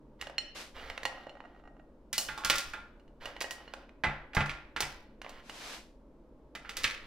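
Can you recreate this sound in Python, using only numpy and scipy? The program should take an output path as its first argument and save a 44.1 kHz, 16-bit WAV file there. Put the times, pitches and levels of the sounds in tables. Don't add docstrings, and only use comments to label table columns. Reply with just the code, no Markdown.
import sys
import numpy as np
from scipy import signal
from scipy.fft import rfft, irfft
from scipy.io import wavfile
from scipy.ndimage import uniform_filter1d

SR = 44100
rng = np.random.default_rng(int(sys.argv[2]) if len(sys.argv) > 2 else 0)


def generate_wav(sig):
    pcm = np.round(np.clip(np.atleast_2d(sig).T, -1, 1) * 32767).astype(np.int16)
    wavfile.write(sys.argv[1], SR, pcm)


N = 311346

# start in seconds, strength in dB at 2.2 kHz, knock at 700 Hz and
# hardness at 5 kHz in dB against that strength, relative ring in dB, best-ringing frequency in Hz.
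TRAY_HITS = [(2.1295, -6.5, -9, 7.5, 2.5, 2030), (2.2862, -4.5, -5, -11.5, 3.5, 1690),
             (2.377, -13, 2, -1, 6, 1100), (2.4374, -9.5, -4, -13, 3, 1460), (2.448, 0.5, -6, 3.5, 2, 1400),
             (2.499, 12, -5, -2, -6.5, 2830), (2.528, 0, -8, -6, -0.5, 1390),
             (2.5559, -3.5, -4.5, 2.5, -10, 2000), (2.5825, -5.5, -11, 6.5, -1, 2000),
             (2.7347, -7.5, -2.5, -9.5, 3, 1460), (4.0369, 8.5, 0, -17, -0.5, 1940),
             (4.3334, -7, -8.5, -20, -7.5, 2000), (4.349, -5.5, 7, -0.5, -7, 2000),
             (4.3676, 8.5, 1.5, -17, -3, 1700), (4.4061, 8, -5, -19.5, -7.5, 2030),
             (4.4591, -8, -2, -7, -5, 1390), (4.4946, 4.5, -16, -16, -7, 1390),
             (4.7629, 4.5, -7, -14, -8, 1530), (4.8053, 1, 5, 3, -13, 2000),
             (4.8229, 4.5, -12, -10.5, -8.5, 2000), (6.5512, -5.5, -2.5, -8, -8, 2000),
             (6.6483, -10, -8, -26, -6, 1500), (6.693, -2.5, -11.5, -8, -20, 2000),
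             (6.7688, -8, -9, 6, 0.5, 2000), (6.835, -4, -22, 0, -18, 2000),
             (6.842, 15.5, -19.5, -11.5, -15.5, 2320), (6.9092, -5, -16, -17, -16, 1500)]
# frequency in Hz, relative energy in dB, t60 in seconds.
TRAY_RESONANCES = [(44.26, -8.5, 0.48), (76, -13.5, 0.12), (206, -9.5, .25), (341, -15, 0.22),
                   (693, -29.5, 0.22), (875.5, -15.5, 0.11), (145, -13, .35), (851, -14.5, .33),
                   (1397, -15, .26), (1486, -17, .2), (2012, -19, .18), (1092, -22, .25), (1135, -26, 0.15),
                   (1238, -22, .22), (1313, -27.5, .12), (1620, -19, .11), (1820, -26, 0.23),
                   (2346, -18.5, .22), (2553, -18, 0.24), (2940, -28, 0.28), (2960, -18.5, 0.12),
                   (3420, -14, 0.17), (3630, -16.5, .2)]
# start in seconds, relative level in dB.
FLOP_HITS = [(2.2859, -13), (2.4975, -21), (4.067, 7), (4.3681, 11.5), (4.4034, 10.5), (4.4961, -6.5),
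             (4.8214, -4.5)]
# start in seconds, strength in dB at 2.2 kHz, then knock at 620 Hz,
# hardness at 5 kHz and glass ring in dB against that strength, best-ringing frequency in Hz.
BOWL_HITS = [(0.213, -7, -11, -3, -6, 2330), (0.224, -7.5, 1.5, -20, -25, 2000),
             (0.27, -11, 5.5, -10.5, -6.5, 2030), (0.2974, -18, 12.5, -9.5, -8, 2000),
             (0.382, -0.5, -13.5, -12.5, 1.5, 4000), (0.8996, -2.5, -5, -12.5, -20, 2000),
             (0.9776, -1, -4.5, -15, -19, 2000), (1.0323, -6, 2, -8.5, -21.5, 2000),
             (1.0529, 0, 5.5, -4, 1.5, 2040), (1.268, -26.5, 27.5, -11, -4, 2950),
             (1.2944, -23.5, 4.5, -10, 0.5, 3140), (1.404, -14, 6.5, -27, -16.5, 2420),
             (1.7948, -34.5, -2, -20, -21.5, 1980), (2.1801, -4, 6, 11.5, 7.5, 4910),
             (2.997, -36, 6, -8, -5, 3100), (3.0785, -38.5, 2, -8.5, -5.5, 3100),
             (3.2562, -11, 10, -3, 1, 2410), (3.365, -9.5, 0, -16.5, -10.5, 2020),
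             (3.4063, -6, -18, -1, -6, 2000), (3.4121, 1.5, 0.5, -6.5, -17.5, 1980),
             (3.42, -6.5, 2.5, 2, -28, 2000), (3.443, -8.5, 5.5, -25, -1.5, 1930),
             (3.5088, -11.5, 1, 5.5, 3.5, 1850), (3.678, -20, 9, -32, -4.5, 3130),
             (3.737, -6.5, 4, -9.5, -13.5, 1870), (3.8928, -19.5, -13, -19.5, -21, 2000),
             (5.2167, -10.5, 3.5, -9, -17.5, 1970), (5.246, -9.5, -0.5, -22, -23, 2000),
             (5.264, -10, 2.5, -31, -30, 2000), (5.2936, -18.5, 7, 0, -23, 2000),
             (5.4961, -11, 4.5, -6, -8.5, 2800)]
# frequency in Hz, relative energy in dB, t60 in seconds.
GLASS_RESONANCES = [(570, -5, .04), (1020, -9, .12), (5560, -11, .09), (5815, -19, .08), (7080, -13, .05),
                    (8500, -14, .05), (1897, -7, .11), (2825, -3, .035), (2985, -6, .09), (4213, -6, .07)]
# start in seconds, length in seconds, relative level in dB.
TAP_RUNS = [(1.082, 0.72, -32.5), (3.262, 0.35, -34.5)]
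SHELL_PUSHES = [(0.188, 0.06, -54), (0.74, 0.17, -48), (0.92, 0.32, -59), (1.3, 0.3, -72),
                (3.201, 0.086, -48), (3.29, 0.53, -62), (5.22, 0.18, -55.5), (6.63, 0.3, -59),
                (6.75, 0.12, -53.5), (7.01, 0.028, -55)]
# start, time to full speed and length in seconds, relative level in dB.
REACHES = [(0.546, 0.013, 0.069, -47.5), (5.42, 0.26, 0.33, -47.5)]

# frequency in Hz, relative level in dB.
FLOP_SPECTRUM = [(70, 1.5), (140, 5), (210, -7), (340, -6.5), (700, -27.5), (2200, -32), (5000, -54.5),
                 (16000, -77.5)]
TAP_SPECTRUM = [(200, -14.5), (620, 19), (2200, 6), (5000, -16), (11000, -34), (16000, -32.5)]
SHUFFLE_SPECTRUM = [(200, -11.5), (480, 0), (800, -3.5), (1700, 0), (2600, -6), (4500, -13), (8000, -29.5),
                    (15000, -34.5)]
SLEEVE_SPECTRUM = [(150, -16), (300, -9.5), (650, -4.5), (1000, -5.5), (2500, -5), (5100, -8.5),
                   (8000, -15), (14500, -26.5), (16000, -47)]
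COUNTER_SPECTRUM = [(300, -44.5), (2000, -25), (4500, -22), (7000, -4), (12000, -6)]
TAIL_SPECTRUM = [(100, -15), (600, -2), (1500, -3.5), (4000, -9), (8000, -3), (14000, -11.5)]
ROOM_TONE_SPECTRUM = [(12, -22.5), (20, -1), (54, -0.5), (108, -38), (135, -6.5), (178, -18.5), (211, -7.5),
                      (249, -8), (319, -7), (387, -13.5), (571, -12), (753, -25), (865, -20), (1830, -39),
                      (15000, -61)]
RUMBLE_SPECTRUM = [(12, -2), (28, -5), (44, -13.5), (65, -8), (110, -29), (300, -66)]
# frequency in Hz, t60 in seconds.
KITCHEN_T60 = [(100, .5), (500, 0.53), (1500, 0.55), (4000, 0.52), (8000, 0.22), (14000, .42)]
# frequency in Hz, level of left over right in dB.
MIC_BALANCE = [(200, 1), (700, -4), (1500, -6.5), (2500, -3.5), (4500, -3), (8000, 1.3)]
# frequency in Hz, lead of the left microphone in radians.
MIC_PHASE = [(200, 0), (1000, 0.19), (4500, -0.78), (8500, -2.1), (14000, -0.97)]
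# frequency in Hz, left-right coherence from 0 to 1.
MIC_COHERENCE = [(100, 0.97), (500, 0.97), (1000, .84), (2200, 0.3), (4300, .45), (8000, .03)]


def tray_clacks(metal_db=7, sheet_db=-13, crunch_db=-9, sheet_t60=0.3, crunch_t60=0.36):
    out, t = np.zeros((1, N)), np.arange(SR * 4 // 5) / SR
    for start, db, knock, hardness, ring, spot_hz in TRAY_HITS:
        push = pulse([(130, -12.5), (700, knock)] + contact_treble(hardness))
        sheet = coloured(rng.standard_normal(len(t)), [(spot_hz / 4, -8), (spot_hz, 0), (spot_hz * 4, -11)])
        sheet *= amp(-60 * t / sheet_t60)
        metal = ringing(t, TRAY_RESONANCES, spot_hz, focus_db=11.5, octaves=0.55)
        metal += amp(sheet_db) * unit_energy(sheet)
        crunch = ticks(len(t), per_s=200, spread_db=4.5) * amp(-60 * t / crunch_t60)
        crack = chatter(t, t60=0.066 * amp(-0.27 * hardness), crack_db=-4.5)
        shell = crack + amp(crunch_db) * unit_energy(crunch)
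        clack = faded(shell + amp(metal_db + ring) * metal)
        add(out, start, amp(db) * signal.fftconvolve(push, clack))
    return out[0]


def tray_flops(metal_db=3):
    out, t = np.zeros((1, N)), np.arange(SR * 4 // 5) / SR
    for start, db in FLOP_HITS:
        metal = ringing(t, TRAY_RESONANCES, spot_hz=1500, focus_db=10, octaves=1.0)
        squash = chatter(t, t60=0.021, crack_db=-11.5)
        flop = faded(squash + amp(metal_db) * metal)
        add(out, start, amp(db) * signal.fftconvolve(pulse(FLOP_SPECTRUM), flop))
    return out[0]


def bowl_clinks():
    out, t = np.zeros((1, N)), np.arange(SR * 2 // 5) / SR
    for start, db, knock, hardness, ring, spot_hz in BOWL_HITS:
        push = pulse([(200, knock - 14), (620, knock)] + contact_treble(hardness))
        snap = chatter(t, t60=0.086 * amp(0.86 * hardness), crack_db=1)
        glass = ringing(t, GLASS_RESONANCES, spot_hz, focus_db=25, octaves=1.9)
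        add(out, start, amp(db) * signal.fftconvolve(push, faded(snap)))
        add(out, start, amp(db + ring) * faded(glass))
    return out[0]


def settling_pieces(glass_db=2, fade_db_per_s=-13):
    out, t, since = np.zeros((1, N)), np.arange(SR // 5) / SR, np.arange(SR) / SR
    for start, length, db in TAP_RUNS:
        tap = signal.fftconvolve(pulse(TAP_SPECTRUM), chatter(t, t60=0.02, crack_db=-1))[:len(t)]
        glass = ringing(t, GLASS_RESONANCES, spot_hz=1890, focus_db=23, octaves=0.77)
        taps = ticks(SR, per_s=22, spread_db=3) * (since < length) * amp(fade_db_per_s * since)
        add(out, start, amp(db) * signal.fftconvolve(taps, faded(tap + amp(glass_db) * glass)))
    return out[0]


def shell_shuffle(trim_db=-1, glass_db=-11):
    slips = unit_rms(ticks(N, per_s=750, spread_db=1.5)) + rng.standard_normal(N)
    glass = ringing(np.arange(SR // 5) / SR, GLASS_RESONANCES, spot_hz=2450, focus_db=23, octaves=1.1)
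    rubbing = slips + amp(glass_db) * signal.oaconvolve(slips, glass)[:N]
    return amp(trim_db) * push_envelope() * unit_rms(coloured(rubbing, SHUFFLE_SPECTRUM))


def sleeve(trim_db=3, grain=0.056):
    speed = sum(amp(db) * stroke(start, length, rise_s, t60=0.34) for start, rise_s, length, db in REACHES)
    weave = 1 + grain * unit_rms(uniform_filter1d(rng.standard_normal(N), size=150))
    hiss = unit_rms(coloured(diffuse_noise(N), SLEEVE_SPECTRUM))
    return amp(trim_db) * speed * weave * hiss


def close_pair(x):
    hz = bins(x)
    lean = amp(curve(MIC_BALANCE, hz) / 2) * np.exp(1j * curve(MIC_PHASE, hz) / 2)
    return irfft(rfft(x) * np.array([lean, 1 / lean]), N)


def counter_echoes(x, t60=0.025, gap_s=0.001):
    t = np.arange(SR // 20) / SR
    echoes = rng.standard_normal((2, len(t))) * amp(-60 * t / t60) * (t > gap_s)
    echoes /= np.linalg.norm(echoes, axis=1, keepdims=True)
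    return signal.oaconvolve(coloured(x, COUNTER_SPECTRUM)[None], echoes, axes=1)[:, :N]


def kitchen_tail(x, build_s=0.0037):
    hz, t, bands = signal.stft(diffuse_noise(SR), SR, nperseg=256)
    t60 = curve(KITCHEN_T60, hz)[:, None]
    bands *= amp(curve(TAIL_SPECTRUM, hz)[:, None] - 60 * t / t60)
    bands *= np.sqrt(2 * np.log(1000) / (t60 * SR))
    tail = signal.istft(bands * (1 - np.exp(-t / build_s)), SR, nperseg=256)[1]
    return signal.fftconvolve(x[None], tail, axes=1)[:, :N]


def room_tone(db=-57.5):
    return amp(db) * unit_rms(coloured(diffuse_noise(N), ROOM_TONE_SPECTRUM))


def handling_rumble(blows, steady_db=-64.5, push_db=-3.5, blow_db=-20, lag_s=0.2):
    rumble = unit_rms(coloured(rng.standard_normal(N), RUMBLE_SPECTRUM))
    pole = np.exp(-1 / (lag_s * SR))
    shaking = np.sqrt(signal.lfilter([1 - pole], [1, -pole], blows ** 2))
    power = amp(steady_db) ** 2 + (amp(push_db) * push_envelope()) ** 2 + (amp(blow_db) * shaking) ** 2
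    return np.sqrt(power) * rumble


def contact_treble(hardness_db):
    fizz_db = -12.5 + 1.4 * hardness_db
    return [(2200, 0), (5000, hardness_db), (11000, fizz_db), (16000, fizz_db - 8)]


def pulse(points, size=4096):
    log_gain = np.log(amp(curve(points, abs(np.fft.fftfreq(size, 1 / SR)))))
    minimum_phase = np.exp(np.conj(signal.hilbert(log_gain)))
    return np.fft.ifft(minimum_phase).real[:size // 2]


def chatter(t, t60, crack_db, crack_t60=0.015):
    decays = amp(-60 * t / np.maximum([[crack_t60], [t60]], 0.003))
    crack, burst = rng.standard_normal((2, len(t))) * decays
    spectrum = rfft(amp(crack_db) * unit_energy(crack) + unit_energy(burst))
    colour = np.sqrt(uniform_filter1d(abs(spectrum) ** 2, size=700))
    return irfft(spectrum / colour, len(t))


def ringing(t, modes, spot_hz, focus_db, octaves):
    hz, db, t60 = np.transpose(modes)[:, :, None]
    distance = np.minimum(abs(np.log2(hz / spot_hz)) / octaves, 1)
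    db = db - focus_db * distance + rng.standard_normal(hz.shape)
    damping = np.log(1000) / t60
    height = rng.choice([-1, 1], hz.shape) * amp(db) * 2 * np.sqrt(damping / SR)
    return (height * np.exp(-damping * t) * np.sin(2 * np.pi * hz * t)).sum(0)


def ticks(count, per_s, spread_db):
    size, chance, sign = rng.exponential(1, count), rng.random(count), rng.choice([-1, 1], count)
    return sign * amp(spread_db * np.minimum(size, 3)) * (chance < per_s / SR)


def push_envelope():
    return sum(amp(db) * stroke(start, length, rise_s=0.022, t60=0.17) for start, length, db in SHELL_PUSHES)


def stroke(start, length, rise_s, t60):
    t = np.arange(N) / SR - start
    return np.clip(t / rise_s, 0, 1) * amp(-60 * np.maximum(t - length, 0) / t60)


def diffuse_noise(count):
    pair = rng.standard_normal((2, count))
    coherence = np.clip(curve(MIC_COHERENCE, bins(pair)), -1, 1)
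    mid, side = rfft(pair) * np.sqrt([(1 + coherence) / 2, (1 - coherence) / 2])
    return irfft(np.array([mid + side, mid - side]), count)


def coloured(x, points):
    return irfft(rfft(x) * amp(curve(points, bins(x))), x.shape[-1])


def curve(points, hz):
    point_hz, value = np.transpose(points)
    return np.interp(np.log(hz + 1), np.log(point_hz + 1), value)


def bins(x):
    return np.fft.rfftfreq(x.shape[-1], 1 / SR)


def amp(db):
    return 10 ** (np.asarray(db) / 20)


def unit_rms(x):
    return x / np.sqrt(np.mean(x ** 2) + 1e-20)


def unit_energy(x):
    return x / np.linalg.norm(x)


def faded(x):
    return x * np.clip(np.linspace(3, 0, len(x)), 0, 1) ** 2


def add(mix, start, sound):
    part = mix[:, round(start * SR):][:, :sound.shape[-1]]
    part += sound[..., :part.shape[-1]]


def scene():
    blows = tray_clacks() + tray_flops()
    near = blows + bowl_clinks() + settling_pieces() + shell_shuffle()
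    at_mics = close_pair(near) + counter_echoes(near) + kitchen_tail(near)
    return at_mics + sleeve() + room_tone() + handling_rumble(blows)


def record(dry, edge_hz=15900):
    lowpass = signal.firwin(255, edge_hz, window=("kaiser", 9), fs=SR)
    return signal.oaconvolve(dry, lowpass[None], "same")


dry = scene()
out = record(dry)
generate_wav(out)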